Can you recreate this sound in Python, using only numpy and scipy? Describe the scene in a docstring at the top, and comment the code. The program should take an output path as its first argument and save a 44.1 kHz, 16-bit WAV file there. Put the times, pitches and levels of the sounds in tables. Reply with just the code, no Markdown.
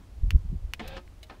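"""Key fob and central locking

At the open door of a car, a plastic key fob is pressed and released close to the microphone.
The locks answer: actuators clack, their small motors whir and hit their stops, a metal link ticks,
a last lock clunks. A light breeze puffs on the microphone over quiet outdoor air."""
import sys
import numpy as np
from scipy import signal
from scipy.fft import rfft, irfft
from scipy.io import wavfile

SR = 44100
rng = np.random.default_rng(int(sys.argv[2]) if len(sys.argv) > 2 else 0)


def master_out(mix):
    """Clip the mix to full scale and print it as 16-bit PCM to the path in sys.argv[1]."""
    frames = np.transpose(np.atleast_2d(mix))
    ceiling = np.clip(frames, -1, 1)
    pcm = np.round(ceiling * 32767).astype(np.int16)
    wavfile.write(sys.argv[1], SR, pcm)


N = 61739

# button down, then up, close to the microphone (time [s], level [dB], signed push, tilt [dB/octave])
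BUTTON_STROKES = [(.3067, -0.5, -1.015, 1.5), (0.7363, 2, 0.95, 1.5)]
# snap of the switch dome (frequency [Hz], level [dB])
DOME_SPECTRUM = [(300, -54), (560, -15.5), (950, -6), (1500, -3.5), (2300, 0), (2800, 5), (3300, -9.5),
                 (4400, -12), (6200, -16), (8500, -27), (13000, -27.5), (16000, -43)]
# the fob's plastic shell (frequency [Hz], level [dB], t60 [s])
SHELL_MODES = [(1700, -52, 0.049), (2110, -51, 0.048), (2320, -43, 0.041), (2500, -45, 0.052),
               (2725, -43, 0.023), (3010, -43, 0.037), (3490, -48.5, 0.037), (4460, -39, .02),
               (5310, -56, 0.041), (6300, -43.5, 0.024)]
# the cabin, heard through the open door (frequency [Hz], level [dB])
CABIN_SPECTRUM = [(400, 3), (1000, -14), (1700, 1.5), (2800, 1.5), (4500, -8), (7000, -17), (15000, -23)]
# the button settling in its seat (frequency [Hz], level [dB])
CHATTER_SPECTRUM = [(500, -36), (1000, -1), (3000, 2.5), (6000, -6.5), (15000, -12.5)]
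CABIN_DELAY_S = 0.0065


def fob():
    """Close up, the switch dome snaps, the shell rings and the button settles; the cabin answers."""
    out = np.zeros(N)
    for s, db, push, tilt in BUTTON_STROKES:
        snap = amp(-7.5) * impulse(s, DOME_SPECTRUM, tilt)
        shell = ring(s, SHELL_MODES, rise_s=0.00065)
        cabin = amp(-42) * noise(CABIN_SPECTRUM) * fade(s + CABIN_DELAY_S, t60=0.034, rise_s=0.0013)
        chatter = amp(-34.5) * noise(CHATTER_SPECTRUM) * fade(s, t60=0.016, rise_s=0.00019)
        out += amp(db) * (push * (snap + shell) + cabin + chatter)
    return out


# actuator blows (time [s], level [dB], t60 [s], tilt [dB/octave], crack [dB], treble cutoff [Hz])
ACTUATOR_BLOWS = [(0.7936, -38, 0.09, -2, 2, 11000), (.801, -40, 0.058, -1, -16, 8950),
                  (.965, -39, 0.082, 2, -12, 9000), (0.976, -41, 0.059, 1, -19, 8000),
                  (1.296, -40, 0.056, 1.5, -14, 4870), (1.304, -46.5, 0.26, -0.5, -19, 4560)]
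# a blow heard through the door panel (frequency [Hz], level [dB])
DOOR_SPECTRUM = [(88, -39), (150, -2.5), (243, -6), (337, -2), (1030, -7), (1600, -9.5), (1730, -7.5),
                 (2140, -18), (2310, -12.5), (4370, -19.5), (4720, -18.5), (7940, -36.5), (15000, -44)]
# crack of the actuator housing (frequency [Hz], level [dB])
HOUSING_SPECTRUM = [(600, -17), (1500, -10), (2100, 8.5), (2600, -4.5), (3050, 3.5), (3700, -8.5),
                    (4500, -10), (6000, -19), (7400, -19.5), (14000, -37)]
# the door panel ringing (frequency [Hz], level [dB], t60 [s])
PANEL_MODES = [(357.4, -13.5, 0.36), (775, -14, 0.16), (895, -12.5, 0.14), (1042, -8.5, .11),
               (1271, -10, 0.11), (1523, -16, 0.099), (1780, -8, .12), (2480, -18, 0.12),
               (4130, -15.5, .07)]
CLACK_RISE_S = 0.0017


def actuator_clacks():
    """Actuators start and hit their stops: housings crack, the panel rings, trim swallows the treble."""
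    out = np.zeros(N)
    for s, db, t60, tilt, crack_db, cutoff_hz in ACTUATOR_BLOWS:
        blow = noise(DOOR_SPECTRUM, tilt) + amp(crack_db) * noise(HOUSING_SPECTRUM)
        blow *= fade(s, t60, CLACK_RISE_S)
        panel = ring(s, PANEL_MODES, tilt, CLACK_RISE_S)
        trim = signal.butter(3, cutoff_hz, fs=SR, output="sos")
        out += amp(db) * signal.sosfilt(trim, blow + panel)
    return out


# thuds from inside the door (time [s], level [dB])
DOOR_THUDS = [(.803, -35.5), (.975, -51), (1.309, -50.5)]
# the door's hollow body (frequency [Hz], level [dB], t60 [s])
BODY_MODES = [(184, -8, 0.11), (223.8, 4, 0.11), (302, -5, 0.18), (440.3, -7, 0.25), (720, 4.5, 0.045),
              (869, -10, 0.11)]


def door_thuds():
    """The hollow door booms briefly with each pair of clacks."""
    return sum(amp(db) * ring(s, BODY_MODES, rise_s=0.004) for s, db in DOOR_THUDS)


# tone of the meshing gears (multiple of the mesh pitch, level [dB])
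MESH_HARMONICS = [(1, -47), (3, -57.5), (5, -62)]
# rasp of the gears (frequency [Hz], level [dB])
RASP_SPECTRUM = [(88, -23), (150, 2.5), (350, -16), (535, -0.5), (636, -12), (742, -3.5), (1200, -20),
                 (1800, -13), (2060, -19), (2550, -9), (2750, -17), (3470, -13), (6550, -37.5),
                 (11200, -52), (15000, -44)]
MOTOR_ON_S, MOTOR_OFF_S, MOTOR_RISE_S, MOTOR_STOP_S = 0.80, 0.98, 0.011, 0.013
MESH_HZ, SPIN_UP_S, TONE_RISE_S = 536, 0.019, 0.097
WAVER_DEPTH, TOOTH_DEPTH = 0.0053, 0.53


def lock_motors():
    """Small geared motors spin up: a swelling mesh tone and a rasp that pulses with each tooth."""
    drive = rise(MOTOR_ON_S, MOTOR_RISE_S) * np.exp(-since(MOTOR_OFF_S) / MOTOR_STOP_S)
    waver = 1 + WAVER_DEPTH * noise([(1, 0), (40, 0), (120, -60)])
    pitch_hz = MESH_HZ * rise(MOTOR_ON_S, SPIN_UP_S) * waver
    phase = 2 * np.pi * np.cumsum(pitch_hz) / SR
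    tone = np.sqrt(2) * sum(amp(db) * np.sin(k * phase) for k, db in MESH_HARMONICS)
    rasp = amp(-47) * noise(RASP_SPECTRUM) * (1 + TOOTH_DEPTH * np.cos(phase))
    return drive * (rise(MOTOR_ON_S, TONE_RISE_S) * tone + rasp)


# ticks of the linkage (time [s], level [dB], t60 [s], tilt [dB/octave], sizzle [dB], ring [dB])
LINK_TICKS = [(.8765, -41, 0.049, -0.5, -6.5, -6.5), (1.2295, -46, .06, -1, -16, 2),
              (1.268, -61, 0.036, 1, -22, -8)]
# colour of a tick (frequency [Hz], level [dB])
TICK_SPECTRUM = [(250, -22), (1200, -6), (2200, -1.5), (4000, 2), (5800, -5.5), (9000, -9.5),
                 (14500, -11.5)]
# high sizzle on a tick (frequency [Hz], level [dB])
SIZZLE_SPECTRUM = [(3000, -54), (9000, -5.5), (11500, -14), (13200, 1), (15000, -12.5)]
# the metal link ringing (frequency [Hz], level [dB], t60 [s])
METAL_MODES = [(626, -10, 0.19), (2190, -8, 0.053), (2980, -7, 0.077), (3975, 1.5, 0.045),
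               (5010, -11.5, 0.042), (6700, -2.5, 0.018)]


def linkage_ticks():
    """The lock's metal linkage ticks brightly and rings."""
    out = np.zeros(N)
    for s, db, t60, tilt, sizzle_db, ring_db in LINK_TICKS:
        tick = noise(TICK_SPECTRUM, tilt) + amp(sizzle_db) * noise(SIZZLE_SPECTRUM)
        tick *= fade(s, t60, rise_s=0.00076)
        out += amp(db) * (tick + amp(ring_db) * ring(s, METAL_MODES))
    return out


# click of the relay (frequency [Hz], level [dB])
RELAY_SPECTRUM = [(900, -18), (1700, -7), (2500, 0), (3800, -21), (12000, -36)]


def relay():
    """A relay drops with a faint, dull click after the motors stop."""
    return amp(-44.5) * noise(RELAY_SPECTRUM) * fade(s=1.0768, t60=0.0074, rise_s=0.00022)


# strength of the breeze at the microphone (time [s], level [dB])
BREEZE_LEVELS = [(0, -49.5), (.14, -47), (.21, -33), (.30, -27.5), (.385, -28), (.42, -39.5), (.52, -30),
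                 (.62, -38.5), (.72, -40.5), (.78, -47), (.85, -40.5), (1.0, -46.5), (1.18, -47),
                 (1.26, -51), (1.4, -50)]
# wind rumble on the microphone (frequency [Hz], level [dB])
RUMBLE_SPECTRUM = [(15, -13), (30, -1.5), (60, -6), (90, -9.5), (130, -25.5), (200, -44.5), (400, -51.5),
                   (1000, -96)]
# single puffs on the microphone (time [s], level [dB], half width [s])
WIND_PUFFS = [(.238, -14.5, .0026), (0.261, -21.5, 0.0057), (0.286, -23.5, 0.0033), (.351, -6, .0023),
              (0.4522, -27, .0018), (0.514, -30, 0.0019), (0.534, -36.5, 0.0012), (0.641, -26, 0.0027)]
# fluttering air (frequency [Hz], level [dB])
TURBULENCE_SPECTRUM = [(40, -7), (90, -4.5), (160, 0), (260, -17.5), (420, -27), (900, -82)]
SUCTION_DELAY_S, SUCTION_SHARE = 0.00954, 0.82


def breeze():
    """Wind right on the microphone: a low rumble, puffs that push, pull and flutter, and one eddy."""
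    rumble = amp(np.interp(since(0), *np.transpose(BREEZE_LEVELS))) * noise(RUMBLE_SPECTRUM)
    puffs = sum(amp(db) * (bump(s, width) - SUCTION_SHARE * bump(s + SUCTION_DELAY_S, width))
                for s, db, width in WIND_PUFFS)
    flutter = amp(-24) * sum(amp(db) * bump(s, width_s=0.0096) for s, db, _ in WIND_PUFFS)
    eddy = amp(-34.5) * bump(s=0.5347, width_s=0.019)
    return rumble + puffs + (flutter + eddy) * noise(TURBULENCE_SPECTRUM)


# open air around the car (frequency [Hz], level [dB])
AIR_SPECTRUM = [(60, -8.5), (130, -8), (220, -7.5), (480, -14), (800, -16.5), (1450, -23.5), (3900, -27.5),
                (8000, -33), (15000, -39.5)]
# a soft rustle (frequency [Hz], level [dB])
RUSTLE_SPECTRUM = [(100, -3), (200, 8), (330, -11), (600, -25), (1200, -16), (3000, -38), (10000, -45)]


def outdoor_air():
    """Quiet, steady air around the car, and a soft rustle that dies away at the start."""
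    air = amp(-59.5) * noise(AIR_SPECTRUM)
    rustle = amp(-46) * noise(RUSTLE_SPECTRUM) * fade(0, t60=0.24, rise_s=0.013)
    return air + rustle


def amp(db):
    """Decibels to gain."""
    return 10 ** (np.asarray(db) / 20)


def since(s):
    """Seconds since time s, zero before it."""
    return np.maximum(np.arange(N) / SR - s, 0)


def rise(s, rise_s):
    """Exponential climb from 0 towards 1, starting at s."""
    return 1 - np.exp(-since(s) / rise_s)


def fade(s, t60, rise_s):
    """Quick attack at s, then a decay of 60 dB every t60 seconds."""
    return rise(s, rise_s) * np.exp(-np.log(1000) * since(s) / t60)


def bump(s, width_s):
    """Bell-shaped swell centred on s."""
    return np.exp(-0.5 * ((since(0) - s) / width_s) ** 2)


def gains(spectrum, tilt_db):
    """Gain on the FFT grid from (Hz, dB) points, tilted by tilt_db per octave about 2 kHz."""
    points_hz, db = np.transpose(spectrum)
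    hz = np.fft.rfftfreq(2 * N, 1 / SR) + 1
    octaves = np.log2(np.maximum(hz, 150) / 2000)
    return amp(np.interp(np.log(hz), np.log(points_hz), db) + tilt_db * octaves)


def noise(spectrum, tilt_db=0):
    """Coloured noise of rms 1."""
    white = rng.standard_normal(2 * N)
    coloured = irfft(rfft(white) * gains(spectrum, tilt_db))[:N]
    return coloured / np.sqrt(np.mean(coloured ** 2) + 1e-20)


def impulse(s, spectrum, tilt_db):
    """A coloured click of energy 1 at time s."""
    cepstrum = irfft(np.log(np.maximum(gains(spectrum, tilt_db), 1e-4)))
    cepstrum[1:N] *= 2  # minimum phase: nothing sounds before the strike
    cepstrum[N + 1:] = 0
    click = irfft(np.exp(rfft(cepstrum)))[:N]
    return np.pad(click / np.linalg.norm(click), (int(s * SR), 0))[:N]


def ring(s, modes, tilt_db=0, rise_s=0.00043):
    """Damped modes struck at s, their levels a little different each time."""
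    out = np.zeros(N)
    for hz, db, t60 in modes:
        gain = amp(db + rng.normal(0, 1) + tilt_db * np.log2(hz / 2000))
        out += gain * fade(s, t60, rise_s) * np.sin(2 * np.pi * hz * since(s))
    return out


def scene():
    """Fob, locks, breeze and air at one microphone by the open car door."""
    mix = fob() + actuator_clacks() + door_thuds() + linkage_ticks() + relay() + lock_motors()
    return (mix + breeze() + outdoor_air())[None]


BAND_LIMIT_HZ = 15700


def record(dry):
    """The microphone's channel passes nothing above the band limit."""
    passband = np.fft.rfftfreq(2 * N, 1 / SR) < BAND_LIMIT_HZ
    return irfft(rfft(dry, 2 * N) * passband)[:, :N]


dry = scene()
out = record(dry)
master_out(out)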